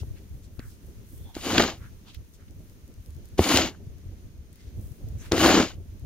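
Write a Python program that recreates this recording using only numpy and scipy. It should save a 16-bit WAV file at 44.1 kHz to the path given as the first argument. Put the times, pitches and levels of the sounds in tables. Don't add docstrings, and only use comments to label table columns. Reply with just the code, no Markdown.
import sys
import numpy as np
from scipy import signal
from scipy.fft import rfft, irfft, next_fast_len
from scipy.io import wavfile
from scipy.ndimage import uniform_filter1d

SR = 44100
rng = np.random.default_rng(int(sys.argv[2]) if len(sys.argv) > 2 else 0)


def field_ratio(decibels):
    return 10 ** (np.asarray(decibels, dtype=float) / 20)


def dump(signal):
    limited = np.clip(np.atleast_2d(signal).T, -1, 1)
    pcm = np.round(limited * 32767).astype(np.int16)
    wavfile.write(sys.argv[1], SR, pcm)


N = 267113

# t/s, level/dB
WIND = [(0, -47.5), (.4, -48.5), (.72, -56), (1.05, -50), (1.9, -48), (2.3, -53), (3.0, -49), (3.9, -50.5),
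        (4.5, -52), (5.1, -44), (5.85, -47), (6.06, -50)]
# f/Hz, level/dB
RUMBLE = [(8.8, -49.5), (15, -14.5), (43, -6.5), (65, -0.5), (93, 0), (129, -9), (150, -15.5), (200, -40.5),
          (330, -120)]


def colour(x, points):
    hz, db = np.transpose(points)
    size = next_fast_len(N + 8192)
    grid_hz = np.arange(4097) * SR / 8192
    log_gain = np.interp(np.log(grid_hz + 1), np.log(hz), db) * np.log(10) / 20
    cepstrum = irfft(log_gain)
    cepstrum[1:4096] *= 2
    cepstrum[4097:] = 0
    impulse = irfft(np.exp(rfft(cepstrum)))
    y = irfft(rfft(x, size) * rfft(impulse, size), size)[..., :N]
    return y / np.sqrt(np.mean(y ** 2))


def track(tables, column, rest):
    t, out = np.arange(N) / SR, np.full(N, float(rest))
    for rows in tables:
        rows = np.array(rows)
        inside = (t >= rows[0, 0]) & (t <= rows[-1, 0])
        out[inside] = np.interp(t[inside], rows[:, 0], rows[:, column])
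    return uniform_filter1d(out, size=200)


def walk(rate):
    hold = int(SR / rate)
    steps = np.repeat(rng.standard_normal(N // hold + 1), hold)
    return 1.97 * uniform_filter1d(uniform_filter1d(steps, hold), hold)[:N]


def grains(rate, spread_db, bed):
    when, size = rng.random(N), rng.exponential(size=N)
    sign, noise = np.sign(rng.random(N) - 0.5), rng.standard_normal(N)
    clicks = (when < rate / SR) * field_ratio(spread_db * np.minimum(size, 5)) * sign
    return clicks / np.std(clicks) + bed * noise


def ports(source, alike):
    alike = np.clip(alike, 0, 1)
    mid, side = source(), source()
    return (np.sqrt(1 + alike) * mid + np.sqrt(1 - alike) * side * np.array([[1], [-1]])) / np.sqrt(2)


def add(out, s, piece):
    i = int(s * SR)
    out[..., i:i + piece.shape[-1]] += piece[..., :N - i]


def wind():
    # f/Hz, level/dB
    rush_colour = [(82, -27), (140, -8), (162, -6), (199, -6.5), (395, -14.5), (663, -25.5), (1000, -41),
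                   (1300, -67.5), (2200, -120)]
    # t/s, peak level/dB, f/Hz
    buffets = [(0.027, -36, 88.4), (0.451, -37.5, 70.4), (0.573, -31.5, 87), (0.86, -51, 61.9),
               (1.197, -40.5, 109), (2.158, -33, 71), (2.887, -43, 85.5), (2.986, -35, 75),
               (3.076, -31.5, 68), (3.146, -36.5, 99.6), (3.229, -42.5, 67.3), (3.86, -31.5, 115),
               (4.051, -31.5, 84.63), (4.116, -34, 68), (4.375, -36, 61.5), (4.661, -31.5, 64.6),
               (4.775, -41, 61.4), (4.902, -37, 96.5), (5.067, -40, 75.4), (5.161, -31, 96),
               (5.892, -39, 85.6)]
    deep_colour = [(12, -8.0), (30, 0.0), (50, -1.5), (75, -20.5), (150, -58.0)]  # f/Hz, level/dB

    throb_db = 2.2 * walk(25)
    rumble = ports(lambda: colour(grains(90, spread_db=2.5, bed=0.6), RUMBLE), 0.45)
    rush = ports(lambda: colour(rng.standard_normal(N), rush_colour), 0.77)
    deep = ports(lambda: colour(rng.standard_normal(N), deep_colour), 0.23)
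    wind_db = track([WIND], column=1, rest=-53)
    rush_db = -54 + 0.72 * (wind_db + 49) + 0.35 * throb_db + 1.5 * walk(40)
    out = rumble * field_ratio(wind_db + throb_db + 4.0) + rush * field_ratio(rush_db)
    out += deep * field_ratio(-55 + 0.6 * (wind_db + 49.5))

    t = np.arange(4000) / SR
    for s, db, hz in buffets:
        swing = np.sin(2 * np.pi * hz * t) * t * hz * np.exp(1 - (t * hz / 0.93) ** 2)
        lean_db = 3.5 * rng.standard_normal() * np.array([[1], [-1]])
        add(out, s + 0.0085, swing / np.abs(swing).max() * field_ratio(db + lean_db))
    return out


def duck_db():
    duck, recover_s = 2.5, 1
    memory = np.exp(-1 / (recover_s * SR))
    speed_db, _, _ = pushes()
    loud = signal.lfilter([1 - memory], [1, -memory], field_ratio(speed_db))
    return -duck * loud / loud.max()


def housing():
    # f/Hz, level/dB
    hiss_colour = [(530, -32), (900, -3), (1170, -3.5), (2270, -4.5), (5040, -7.5), (6640, -3.5),
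                   (7580, -16), (9420, -9), (10800, -13.5), (14900, -8.5), (16000, -21)]
    # t/s, peak level/dB, left minus right level/dB
    flakes = [(0.4352, -44, 5), (1.1803, -36, 13), (2.1455, -29, 7), (2.2468, -44, 6), (2.3386, -42, 7.5),
              (2.5094, -41, 7.5), (2.6977, -35.5, 13), (2.8544, -47, 6), (2.8787, -38, 4.5),
              (2.9406, -41.5, 9), (3.0612, -36, 13), (3.106, -37, 15), (3.1487, -36, 15),
              (3.1656, -41.5, -2.5), (3.2562, -37, 11), (3.2877, -38.5, 15), (3.8661, -48, 8.0),
              (4.5296, -38, 13), (4.558, -36, 17), (4.815, -42, 3.5), (4.8721, -39, 8), (4.9196, -35.5, 10),
              (5.087, -37, 1), (5.187, -39, 10), (5.2784, -35, 16.5), (5.7424, -42, 6),
              (5.9967, -41.5, 9.5)]

    wind_db = track([WIND], column=1, rest=-57)
    hiss_db = -63 + duck_db() + 0.24 * (wind_db + 50) + 0.55 * walk(5.8)
    hiss = colour(rng.standard_normal((2, N)), hiss_colour) * field_ratio(hiss_db)

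    ticks, t = np.zeros((2, N)), np.arange(200) / SR
    for s, db, pan_db in flakes:
        tick = rng.standard_normal((2, 200)) * np.exp(-t / 0.0004)
        port_db = np.array([[0], [-0.6 * pan_db]])
        add(ticks, s, tick / np.abs(tick).max() * field_ratio(db + 2.5 + port_db))
    faint = np.array([grains(25, spread_db=1.5, bed=0), grains(25, spread_db=4.5, bed=0)]) * field_ratio(-78)
    bright = signal.butter(2, 4500, "highpass", fs=SR, output="sos")
    return hiss + signal.sosfilt(bright, ticks + faint)


def powder():
    # t/s, level/dB
    snowfall = [
        (0, -66),
        (1.3, -64.5),
        (2.2, -70),
        (3.3, -69),
        (3.8, -83),
        (4.4, -84),
        (4.85, -64),
        (5.3, -70.5),
        (5.8, -73),
        (6.06, -75.5),
    ]
    dust = np.array([grains(500, spread_db=4, bed=1.5) for _ in range(2)])
    dust = signal.sosfilt(signal.butter(3, 8200, "highpass", fs=SR, output="sos"), dust)
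    return dust / np.std(dust) * field_ratio(track([snowfall], column=1, rest=-75) + 3.3 * walk(12))


def rustles():
    # middle t/s, half length/s, level/dB, centre f/Hz, width/Hz
    moves = [(0.004, 0.028, -51, 4000, 6250), (0.176, 0.036, -60.5, 2300, 3010),
             (0.448, .035, -58, 6360, 9000), (0.602, 0.0064, -50, 1600, 900),
             (0.642, 0.089, -59, 1550, 905), (0.7, 0.094, -59.5, 5900, 9050),
             (1.282, 0.15, -64.5, 3450, 450), (1.294, 0.055, -59, 830, 200),
             (1.843, 0.058, -52.5, 1500, 950), (2.082, 0.034, -56.5, 1130, 1190),
             (2.092, 0.042, -52, 3130, 2600), (2.152, 0.023, -54, 3600, 3500),
             (2.35, 0.026, -58.5, 6800, 9000), (2.483, 0.0089, -61.5, 2500, 3500),
             (2.418, .05, -62, 1520, 900), (4.598, 0.055, -70, 2050, 255), (4.642, 0.14, -63.5, 3500, 6000),
             (5.21, 0.035, -53.5, 6250, 1490), (5.247, .07, -51, 1940, 3500),
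             (5.248, .08, -56.5, 6900, 12200)]
    edge_db = 20

    crackle = ports(lambda: grains(5000, spread_db=-0.5, bed=0.9), 0.33) * field_ratio(1.2 * walk(60))
    out, t = np.zeros((2, N)), np.arange(N) / SR
    for s, half, db, hz, width in moves:
        near = np.abs(t - s) < 2 * half + 0.02
        ring = signal.iirpeak(hz, hz / width, SR)
        once = signal.lfilter(*ring, crackle[:, near])
        band = signal.lfilter(*ring, once) + 0.5 * once
        out[:, near] += band / np.std(band) * field_ratio(db - edge_db * ((t[near] - s) / half) ** 2)
    return out


def knocks():
    # t/s, thud peak level/dB, thud f/Hz, crack level/dB, crack centre f/Hz
    hits = [(0.031, -35.5, 404, -51, 1000), (0.592, -28, 243, -39.5, 2200), (1.35, -58, 151, -37, 5500),
            (1.365, -20.5, 310, -37, 1000), (1.536, -16, 328, -30, 1493), (1.579, -11, 300, -7, 2260),
            (1.596, -12, 600, -12.5, 1600), (1.6, -8, 384, -15, 2200), (1.605, -17, 635, -17.5, 1094),
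            (1.637, -21, 444, -15.5, 1200), (1.621, -20.5, 496, -19.5, 3800),
            (2.146, -60, 300, -45.5, 3500), (3.38, -31.5, 304, -33.5, 6440), (3.391, 1.5, 370, -17.5, 1300),
            (3.403, -11, 201, -35, 897), (3.542, -7.5, 295, -18.5, 1500), (3.571, -17, 730.3, -10, 4850),
            (3.583, -11.5, 749, -31.5, 900), (5.318, -8.5, 320, -15, 5040), (5.378, -13, 361, -19.5, 1500),
            (5.413, -16.5, 638, -24, 3700), (5.442, -11, 313, -21, 3600), (5.46, -7.5, 384, -15, 2900),
            (5.498, -38, 277, -27, 3650)]
    thud_t60_s, contact_s, ground_hz = 0.023, 0.0015, 82

    out, t = np.zeros((2, N)), np.arange(4000) / SR
    late = np.maximum(t - 0.0012, 0)
    fade = np.exp(-np.log(1000) * t / thud_t60_s) * (1 - np.exp(-(t / contact_s) ** 2))
    boom = 0.19 * t / 0.0086 * np.exp(1 - t / 0.0063) * np.sin(2 * np.pi * ground_hz * t)
    burst = late / 0.00069 * np.exp(1 - late / 0.00082) + 0.11 * np.exp(-t / 0.0063)
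    dull = signal.butter(4, 7400, fs=SR, output="sos")
    for s, db, hz, crack_db, crack_hz in hits:
        overtone = 0.97 * fade * np.sin(2 * np.pi * 2.1 * hz * t)
        thud = fade * (np.sin(2 * np.pi * hz * t) + overtone) + boom
        noise = (rng.standard_normal(4000) + 0.5 * rng.standard_normal((2, 4000))) * burst
        crack = signal.lfilter(*signal.iirpeak(crack_hz, 1.1, SR), noise) + 0.25 * noise
        crack = signal.sosfilt(dull, crack) + 0.1 * noise
        crack *= field_ratio(crack_db + 3.5) * field_ratio(np.array([[0.8], [-0.8]]))
        add(out, s, -thud / np.abs(thud).max() * field_ratio(db - 3.0) + crack)
    return out


def pushes():
    # t/s, scraping speed as level/dB, weight leaning on the blade as level/dB
    strokes = [
        [(1.342, -58, -19), (1.354, -52, 2), (1.43, -46.5, -7), (1.455, -39, 3.5), (1.54, -34, 6.5),
         (1.6, -29, 9), (1.7, -39, 0), (1.74, -52.5, 5), (1.79, -69, 12)],
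        [(3.374, -59, -6), (3.385, -40.5, 12), (3.43, -34.5, -3), (3.5, -29.5, 4), (3.56, -25.5, 1),
         (3.63, -32.5, 5.5), (3.69, -41.5, -2), (3.725, -62.5, 12), (3.78, -72, 3.5)],
        [(5.312, -56.5, 25), (5.33, -44.5, 25), (5.39, -32, 2), (5.45, -24.5, 8), (5.53, -27, 7.5),
         (5.61, -31, 13), (5.66, -38.5, 0), (5.73, -57.5, -1), (5.79, -81.5, 8)],
    ]
    since = [[(rows[0][0], 0), (rows[-1][0], rows[-1][0] - rows[0][0])] for rows in strokes]
    speed_db = track(strokes, column=1, rest=-120)
    weight_db = track(strokes, column=2, rest=0)
    return speed_db, weight_db, track(since, column=1, rest=0)


def blade(x):
    # f/Hz, width/Hz, level/dB
    modes = [(93, 36, -13.5), (194, 62, -15.5), (268, 97, 3), (319.2, 22, 2.5), (390, 90, -15.5)]
    y = sum(field_ratio(db) * signal.lfilter(*signal.iirpeak(hz, hz / width, SR), x) for hz, width, db in modes)
    return y / np.std(y)


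def shovel():
    # f/Hz, level/dB
    grit_colour = [(290, -25.5), (500, -7.5), (727, -1), (970, -6), (1110, -2.5), (1330, -5.5), (1510, -4),
                   (2400, -16), (3120, -34.5), (5280, -120)]
    # f/Hz, level/dB
    fine_colour = [(1290, -26), (2200, -7), (2570, -10), (2980, -3), (3260, -8), (4920, -9.5),
                   (5740, -14.5), (6760, -7.5), (7130, -11.5), (7800, -28.5), (10100, -50), (17200, -120)]
    # f/Hz, level/dB
    sizzle_colour = [(4590, -28.5), (7800, -2), (10600, -0.5), (11500, -1.5), (14400, -2.5), (15600, -5.5),
                     (16000, -19)]

    speed_db, weight_db, since = pushes()
    speed_db = speed_db + 0.7 * np.minimum(speed_db + 75, 0)
    bumps_db = 0.41 * walk(60)

    drone_db = speed_db + weight_db + 1
    drone_db += np.minimum(drone_db + 48, 0)
    drone = ports(lambda: blade(grains(600, spread_db=2.5, bed=0.9)), 0.96)
    drone = drone * field_ratio(drone_db + 0.48 * bumps_db)

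    grit_db = speed_db + 0.38 * weight_db - 2 + bumps_db + 2.6 * walk(130)
    grit = ports(lambda: colour(grains(2500, spread_db=2.5, bed=0.9), grit_colour), 0.92) * field_ratio(grit_db)

    fine_db = speed_db + 3.5 + 0.54 * bumps_db + 0.68 * walk(120)
    fine = ports(lambda: colour(grains(3000, spread_db=2.5, bed=0.53), fine_colour), 0.75) * field_ratio(fine_db)

    muffle_db = 27 * since + 0.23 * np.clip(weight_db, 0, 12)
    sizzle_db = -27.5 + 0.94 * (speed_db + 31) - muffle_db - 6
    sizzle = ports(lambda: colour(grains(4000, spread_db=-5.0, bed=1.0), sizzle_colour), 0.02)
    sizzle = sizzle * field_ratio(sizzle_db + 0.89 * bumps_db)

    ground_db = speed_db + 0.76 * weight_db - 18.5
    ground = ports(lambda: colour(rng.standard_normal(N), RUMBLE), 0.75) * field_ratio(ground_db)

    pan_db = 2
    return (drone + grit + fine) * field_ratio(np.array([[pan_db], [-pan_db]]) / 2) + sizzle + ground


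def scene():
    right_lag_s = 5e-5
    work = shovel() + knocks() + rustles()
    work[1] = np.interp(np.arange(N) - right_lag_s * SR, np.arange(N), work[1])
    return work + wind() + housing() + powder()


def starve(x):
    starve_db = -18.5
    hz, _, z = signal.stft(x, SR, nperseg=1024)
    power = uniform_filter1d(np.mean(np.abs(z) ** 2, axis=0), size=5, axis=1)
    middle_power = power[(hz > 2300) & (hz < 7400)].mean(0)
    loud_enough = middle_power > field_ratio(-124)
    for low in np.arange(7700, 14700, 500):
        band = (hz >= low) & (hz < low + 500)
        luck_db = 5 * uniform_filter1d(rng.standard_normal(len(middle_power)), size=5)
        luck_db = luck_db + 4.5 * (low < 10500)
        threshold = middle_power * field_ratio(2 * (starve_db + luck_db)) * loud_enough
        z[:, band] *= power[band].mean(0) > threshold
    return signal.istft(z, SR, nperseg=1024)[1][:, :N]


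def top_cut(x):
    return signal.sosfilt(signal.butter(12, 16450, fs=SR, output="sos"), x)


def record(dry):
    rounded = np.tanh(0.9 * dry) / 0.9
    cut = signal.sosfilt(signal.ellip(8, 0.2, 60, 15700, fs=SR, output="sos"), rounded)
    return top_cut(starve(cut))


dry = scene()
out = record(dry)
dump(out)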